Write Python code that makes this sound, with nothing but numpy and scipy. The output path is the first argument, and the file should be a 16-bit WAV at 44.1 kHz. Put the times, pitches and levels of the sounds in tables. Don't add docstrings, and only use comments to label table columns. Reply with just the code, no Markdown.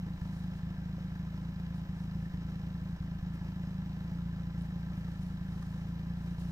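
import sys
import numpy as np
from scipy import signal
from scipy.fft import rfft, irfft, next_fast_len
from scipy.io import wavfile

SR = 44100
rng = np.random.default_rng(int(sys.argv[2]) if len(sys.argv) > 2 else 0)


def generate_wav(signal):
    frames = np.transpose(np.atleast_2d(signal))
    scaled = np.clip(frames, -1, 1) * 32767
    pcm = np.round(scaled).astype(np.int16)
    wavfile.write(sys.argv[1], SR, pcm)


N = 287091
TIME = np.arange(N) / SR

# time in seconds, strength in dB against a normal firing.
ODD_FIRINGS = [(0.185, -9), (0.369, -0.5), (0.519, -1.5), (0.59, -3.5), (0.742, -4), (1.082, -2),
               (1.156, -2), (1.306, -1.5), (1.525, -3), (1.635, -2), (1.847, -6.5), (2.156, 3), (2.301, -8),
               (2.414, -2.5), (2.595, -2), (2.777, -2.5), (2.967, -10.5), (3.19, -13), (3.337, 0.5),
               (3.37, -3), (3.523, -1.5), (3.787, 2), (4.08, -2), (4.223, -0.5), (4.257, 1), (4.294, -1),
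               (4.511, -1.5), (4.577, 2.5), (4.939, -1.5), (5.121, -0.5), (5.156, -3), (5.267, -2),
               (5.375, -2.5), (5.448, -2), (5.63, -2.5), (6.346, -3.5)]
# pitch in Hz, width of the resonance in Hz, relative level in dB.
CASING = [(494, 77, -1), (682, 110, -4), (825, 65, 1), (1019.4, 26.5, 5), (1181, 48, -4), (1349, 49, 0.5),
          (1572, 75, 2), (1760, 112, 1), (2976, 260, -4.5), (3943, 260, -3.5), (5024, 230, -6.5),
          (5950, 630, -15)]


def from_db(db):
    return 10 ** (np.asarray(db) / 20)


def rms_one(x):
    return x / np.sqrt(np.mean(x ** 2) + 1e-20)


def noise(*shape):
    return rng.standard_normal(shape)


def colour(x, spectrum):
    hz, db = np.transpose(spectrum)
    size = next_fast_len(N + 4096)
    bins = np.maximum(np.fft.rfftfreq(size, 1 / SR), 1)
    gain = from_db(np.interp(np.log(bins), np.log(hz), db))
    return irfft(rfft(x, size) * gain, size)[..., :N]


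def low_pass(x, hz, order=2):
    sections = signal.butter(order, min(hz, SR / 2 - 1), fs=SR, output="sos")
    return signal.sosfilt(sections, x + 1e-18)


def resonate(x, hz, width_hz):
    r = np.exp(-np.pi * width_hz / SR)
    feed = np.array([1, 0, -1]) * (1 - r * r) / 2
    feedback = [1, -2 * r * np.cos(2 * np.pi * hz / SR), r * r]
    return signal.lfilter(feed, feedback, x + 1e-18)


def clicks(at, heights, size=N):
    return np.bincount(np.clip(at, 0, size - 1).astype(int), heights, size)


def fade(x, seconds):
    return signal.lfilter([1], [1, -np.exp(-1 / (seconds * SR))], x + 1e-18)


def passes(cycle, share):
    return np.flatnonzero(np.diff(np.floor(cycle - share)) > 0)


def air():
    # frequency in Hz, relative level in dB per Hz.
    air_curve = [(25, 29), (50, 31), (100, 15.5), (250, 6), (420, 11), (1000, 12), (2500, 7.5),
                 (5000, -0.5), (8200, -5.5), (8800, -16.5), (12600, -16.5), (13300, -1), (15400, 0)]
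    return rms_one(colour(noise(2, N), air_curve))


def forest(x, t60):
    # frequency in Hz, gain in dB.
    echo_tone = [(40, -22.5), (170, -34), (400, -20), (800, -15), (1500, -9.5), (2500, -8), (4000, -5.5),
                 (15000, 0.5)]
    delay_s = rng.uniform(.004, .7, (2, 600))
    height = noise(*delay_s.shape) * from_db(-60 * delay_s / t60)
    running = np.r_[x[-SR:], x]
    ears = []
    for d, h in zip(delay_s, height):
        echoes = np.bincount((d * SR).astype(int), h / np.linalg.norm(h))
        ears.append(signal.fftconvolve(running, echoes)[SR:SR + N])
    return colour(np.array(ears), echo_tone)


def rustling(stir_db, stir_swing_db, stir_hz, crinkle_db, crinkle_hz, grain_db):
    # time of the peak in seconds, level in dB, spread of the swell in seconds.
    rustles = [(.27, -74.5, .12), (0.397, -74, 0.063), (0.577, -72, .025), (1.778, -72, .02),
               (2.005, -72.5, .04), (2.242, -73, .03), (2.898, -78, 0.033), (3.345, -70, .011),
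               (3.66, -82, .03), (4.607, -70, .022), (4.66, -72, .012), (4.978, -77, .025),
               (5.125, -75, 0.1), (5.226, -72, .014), (5.294, -76, 0.042), (5.55, -82, 0.023),
               (5.687, -71.5, 0.17), (6.27, -71, 0.071), (6.409, -65, 0.016), (6.445, -71, 0.016),
               (6.493, -69, 0.022)]
    # frequency in Hz, relative level in dB per Hz.
    rustle_tone = [(1500, -8.5), (4000, 9.5), (7500, 5.5), (10000, 2.5), (12300, -2), (13500, 3),
                   (15200, -6)]
    swell = sum(from_db(db) * np.exp(-.5 * ((TIME - s) / spread) ** 2) for s, db, spread in rustles)
    stir = from_db(stir_db + stir_swing_db * rms_one(low_pass(noise(N), stir_hz)))
    crinkle = from_db(crinkle_db * rms_one(low_pass(noise(N), crinkle_hz)))
    grain_size = np.minimum(rng.exponential(1, (2, N)), 6)
    grains = noise(2, N) * from_db(grain_db * grain_size)
    return np.hypot(swell, stir) * crinkle * rms_one(colour(grains, rustle_tone))


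def snapping(snap_s):
    # start in seconds, starting level in dB, pitch in Hz, width in Hz.
    snaps = [(1.753, -66, 5500, 4970), (3.35, -69, 9000, 6000), (4.621, -64, 10000, 4000),
             (5.231, -66, 10200, 800), (5.268, -65, 10200, 800), (5.625, -58, 4000, 4000),
             (6.404, -82, 10000, 6000), (6.438, -71, 9800, 4000)]
    out = 0
    for s, db, hz, width in snaps:
        burst = fade(clicks(np.array([s * SR]), [from_db(db)]), snap_s)
        out = out + burst * rms_one(resonate(noise(2, N), hz, width))
    return out


def bumping(soft_hz):
    # start in seconds, peak level before dulling in dB, pitch in Hz, width in Hz.
    bumps = [(.981, -45, 526, 59), (5.622, -50, 1150, 130), (5.627, -46.5, 1180, 130)]
    out = 0
    for s, db, hz, width in bumps:
        ring = resonate(clicks(np.array([s * SR]), [1.]), hz, width)
        out = out + from_db(db) * ring * SR / (2 * np.pi * width)
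    return low_pass(out, soft_hz)


def rush(cycle, throb_db, throb_share, fan_db, fan_turns, gust_db, gust_hz):
    # frequency in Hz, relative level in dB per Hz.
    rush_tone = [(100, -4), (280, 12), (400, 1), (850, 0), (1100, -5), (1300, -2), (1480, -12.5),
                 (1700, -3.5), (2200, -5), (3900, -19), (4600, -19), (5200, -14), (7000, -22.5),
                 (10000, -30)]
    gusts = gust_db * rms_one(low_pass(noise(N), gust_hz))
    throb = throb_db * np.cos(2 * np.pi * 2 * (cycle - throb_share))
    flutter = fan_db * np.cos(2 * np.pi * fan_turns * cycle)
    return rms_one(colour(noise(N), rush_tone)) * from_db(throb + flutter + gusts)


def belt(cycle, turns, uneven_db, slap_s):
    at = passes(turns * cycle, 0)
    grit, out = noise(N), 0
    for k, (hz, width, db) in enumerate(CASING[:8]):
        spread = np.clip(noise(len(at)), -2, 2)
        slaps = clicks(at, from_db(db + uneven_db * spread))
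        out = out + (-1) ** k * resonate(fade(slaps, slap_s) * grit, hz, width)
    return rms_one(out)


def clatter(cycle, uneven_db, jitter_s, chatter, chatter_s):
    # place as a share of the engine cycle, relative level in dB, brightness in Hz.
    contacts = [(.01, -3, 2200), (.18, -2, 1400), (.48, 0, 600), (.56, -2.5, 2400), (0.712, -5.5, 1500),
                (.92, -2, 3500)]
    force = 0
    for share, db, bright_hz in contacts:
        at = passes(cycle, share)
        size, slip = noise(len(at), 2).T
        knocks = clicks(at + slip * jitter_s * SR, from_db(db + uneven_db * size))
        after = chatter * fade(knocks, chatter_s) * noise(N)
        force = force + low_pass(knocks + after, bright_hz, order=1)
    out = 0
    for k, (hz, width, db) in enumerate(CASING):
        out = out + (-1) ** k * from_db(db) * resonate(force, hz, width)
    return rms_one(out)


def rumble():
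    # frequency in Hz, relative level in dB per Hz.
    rumble_tone = [(10, -18), (24, -6), (33, -4.5), (41, -0.5), (65, -4), (110, 4), (180, -5.5), (240, -17),
                   (600, -55.5)]
    return rms_one(colour(noise(N), rumble_tone))


def crank(start_cycle, lag_cycles, recover_s, hunt_hz, hunt_width_hz, hunt_cycles):
    # time in seconds, firings per second.
    speed = [(0.0, 26.68), (0.38, 26.46), (0.76, 26.59), (1.15, 26.63), (1.53, 27.74), (1.91, 26.78),
             (2.29, 26.97), (2.68, 27.16), (3.06, 26.82), (3.44, 26.96), (3.82, 26.57), (4.21, 28.38),
             (4.59, 27.79), (4.97, 27.76), (5.35, 27.24), (5.74, 27.2), (6.12, 28.49), (6.5, 28.62)]
    cycle = start_cycle + np.cumsum(np.interp(TIME, *np.transpose(speed))) / SR
    for s, db in ODD_FIRINGS:
        since = np.maximum(TIME - s, 0) / recover_s
        cycle = cycle - lag_cycles * (1 - from_db(db)) * since * np.exp(-since)
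    hunting = low_pass(resonate(noise(N), hunt_hz, hunt_width_hz), 2 * hunt_hz)
    return cycle + hunt_cycles * rms_one(hunting)


def exhaust(cycle, uneven_db, mode_uneven_db, lope, jitter_s, rebound, puff_hz, gas_noise, dull_hz,
            pipe_echo, pipe_delay_s, growl_db, growl_hz, growl_width_hz, growl_delay_s):
    # pitch in Hz, width in Hz, relative level in dB,
    # dB of change per dB of firing strength, relative swell after a bad firing.
    muffler = [(61.5, 12.6, 20, 1, 0.81), (103.9, 54, 11, 1.5, 0.58), (181.24, 16.25, 27, 1, 0.061),
               (283, 18, 0, 0, 0.38), (33, 24, 5, -0.5, .7)]
    # time in seconds, relative level in dB.
    late_burns = [(0.179, -7), (1.854, -15), (2.303, -8), (2.974, -22), (3.187, -2.5), (4.68, -12),
                  (4.84, -15)]
    lead_in = SR // 10
    size = N + lead_in
    at = passes(cycle, 0)
    at = np.r_[2 * at[0] - at[1], at]
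    chance = noise(len(at), len(muffler) + 2).T

    strength_db = uneven_db * signal.lfilter([1], [1, lope, lope], chance[0])
    unburnt = np.zeros(len(at))
    for s, db in ODD_FIRINGS:
        k = np.argmin(abs(at / SR - s))
        strength_db[k] = db
        unburnt[k] = max(1 - from_db(db), 0)
    extra = rebound * np.roll(unburnt, 1)
    at = at + lead_in + jitter_s * SR * chance[1]

    thump_s, thump_db = np.transpose(late_burns)
    thumps = low_pass(clicks(thump_s * SR + lead_in, from_db(thump_db), size), dull_hz)
    turbulence = 1 + gas_noise * noise(size)
    boom = 0
    for sign, (hz, width, db, follows, swell), own in zip((1, 1, -1, 1, 1), muffler, chance[2:]):
        height = (from_db(follows * strength_db) + swell * extra) * from_db(mode_uneven_db * own)
        again = pipe_echo * clicks(at + pipe_delay_s * SR, height, size)
        puffs = low_pass(clicks(at, height, size) + again, puff_hz)
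        boom = boom + sign * from_db(db) * resonate(puffs * turbulence + thumps, hz, width)

    kicks = clicks(at + growl_delay_s * SR, from_db(strength_db), size)
    growl = resonate(resonate(kicks, growl_hz, growl_width_hz), growl_hz, growl_width_hz)
    return (boom + from_db(growl_db) * growl)[lead_in:]


def scene():
    cycle = crank(start_cycle=.297, lag_cycles=.155, recover_s=.05,
                  hunt_hz=4.6, hunt_width_hz=3.0, hunt_cycles=.017)
    engine = from_db(-1.5) * exhaust(
        cycle, uneven_db=0.43, mode_uneven_db=0.53, lope=0.25, jitter_s=0.00045, rebound=.95,
        puff_hz=172.4, gas_noise=0.05, dull_hz=73.5, pipe_echo=0.3, pipe_delay_s=0.012233,
        growl_db=-4.5, growl_hz=292, growl_width_hz=69, growl_delay_s=0.00881)
    engine = engine + from_db(-59.5) * rumble()
    engine = engine + from_db(-61.0) * clatter(cycle, uneven_db=1.2, jitter_s=.0004,
                                               chatter=0.15, chatter_s=0.0072)
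    engine = engine + from_db(-69.5) * belt(cycle, turns=.674, uneven_db=2.5, slap_s=0.0043)
    engine = engine + from_db(-59) * rush(cycle, throb_db=2, throb_share=0.026, fan_db=1.5, fan_turns=3.16,
                                          gust_db=2.0, gust_hz=29.2)
    left_lag_s = .00015
    left = np.r_[np.zeros(round(left_lag_s * SR)), engine][:N]
    direct = np.array([left, engine])
    rider = rustling(stir_db=-83.5, stir_swing_db=2.2, stir_hz=7, crinkle_db=1.1, crinkle_hz=110, grain_db=2.2)
    rider = rider + snapping(snap_s=0.0053) + bumping(soft_hz=2500)
    return direct + forest(engine, t60=0.65) + rider + from_db(-61.0) * air()


def record(dry):
    return signal.sosfilt(signal.ellip(12, .1, 90, 15550, fs=SR, output="sos"), dry)


dry = scene()
out = record(dry)
generate_wav(out)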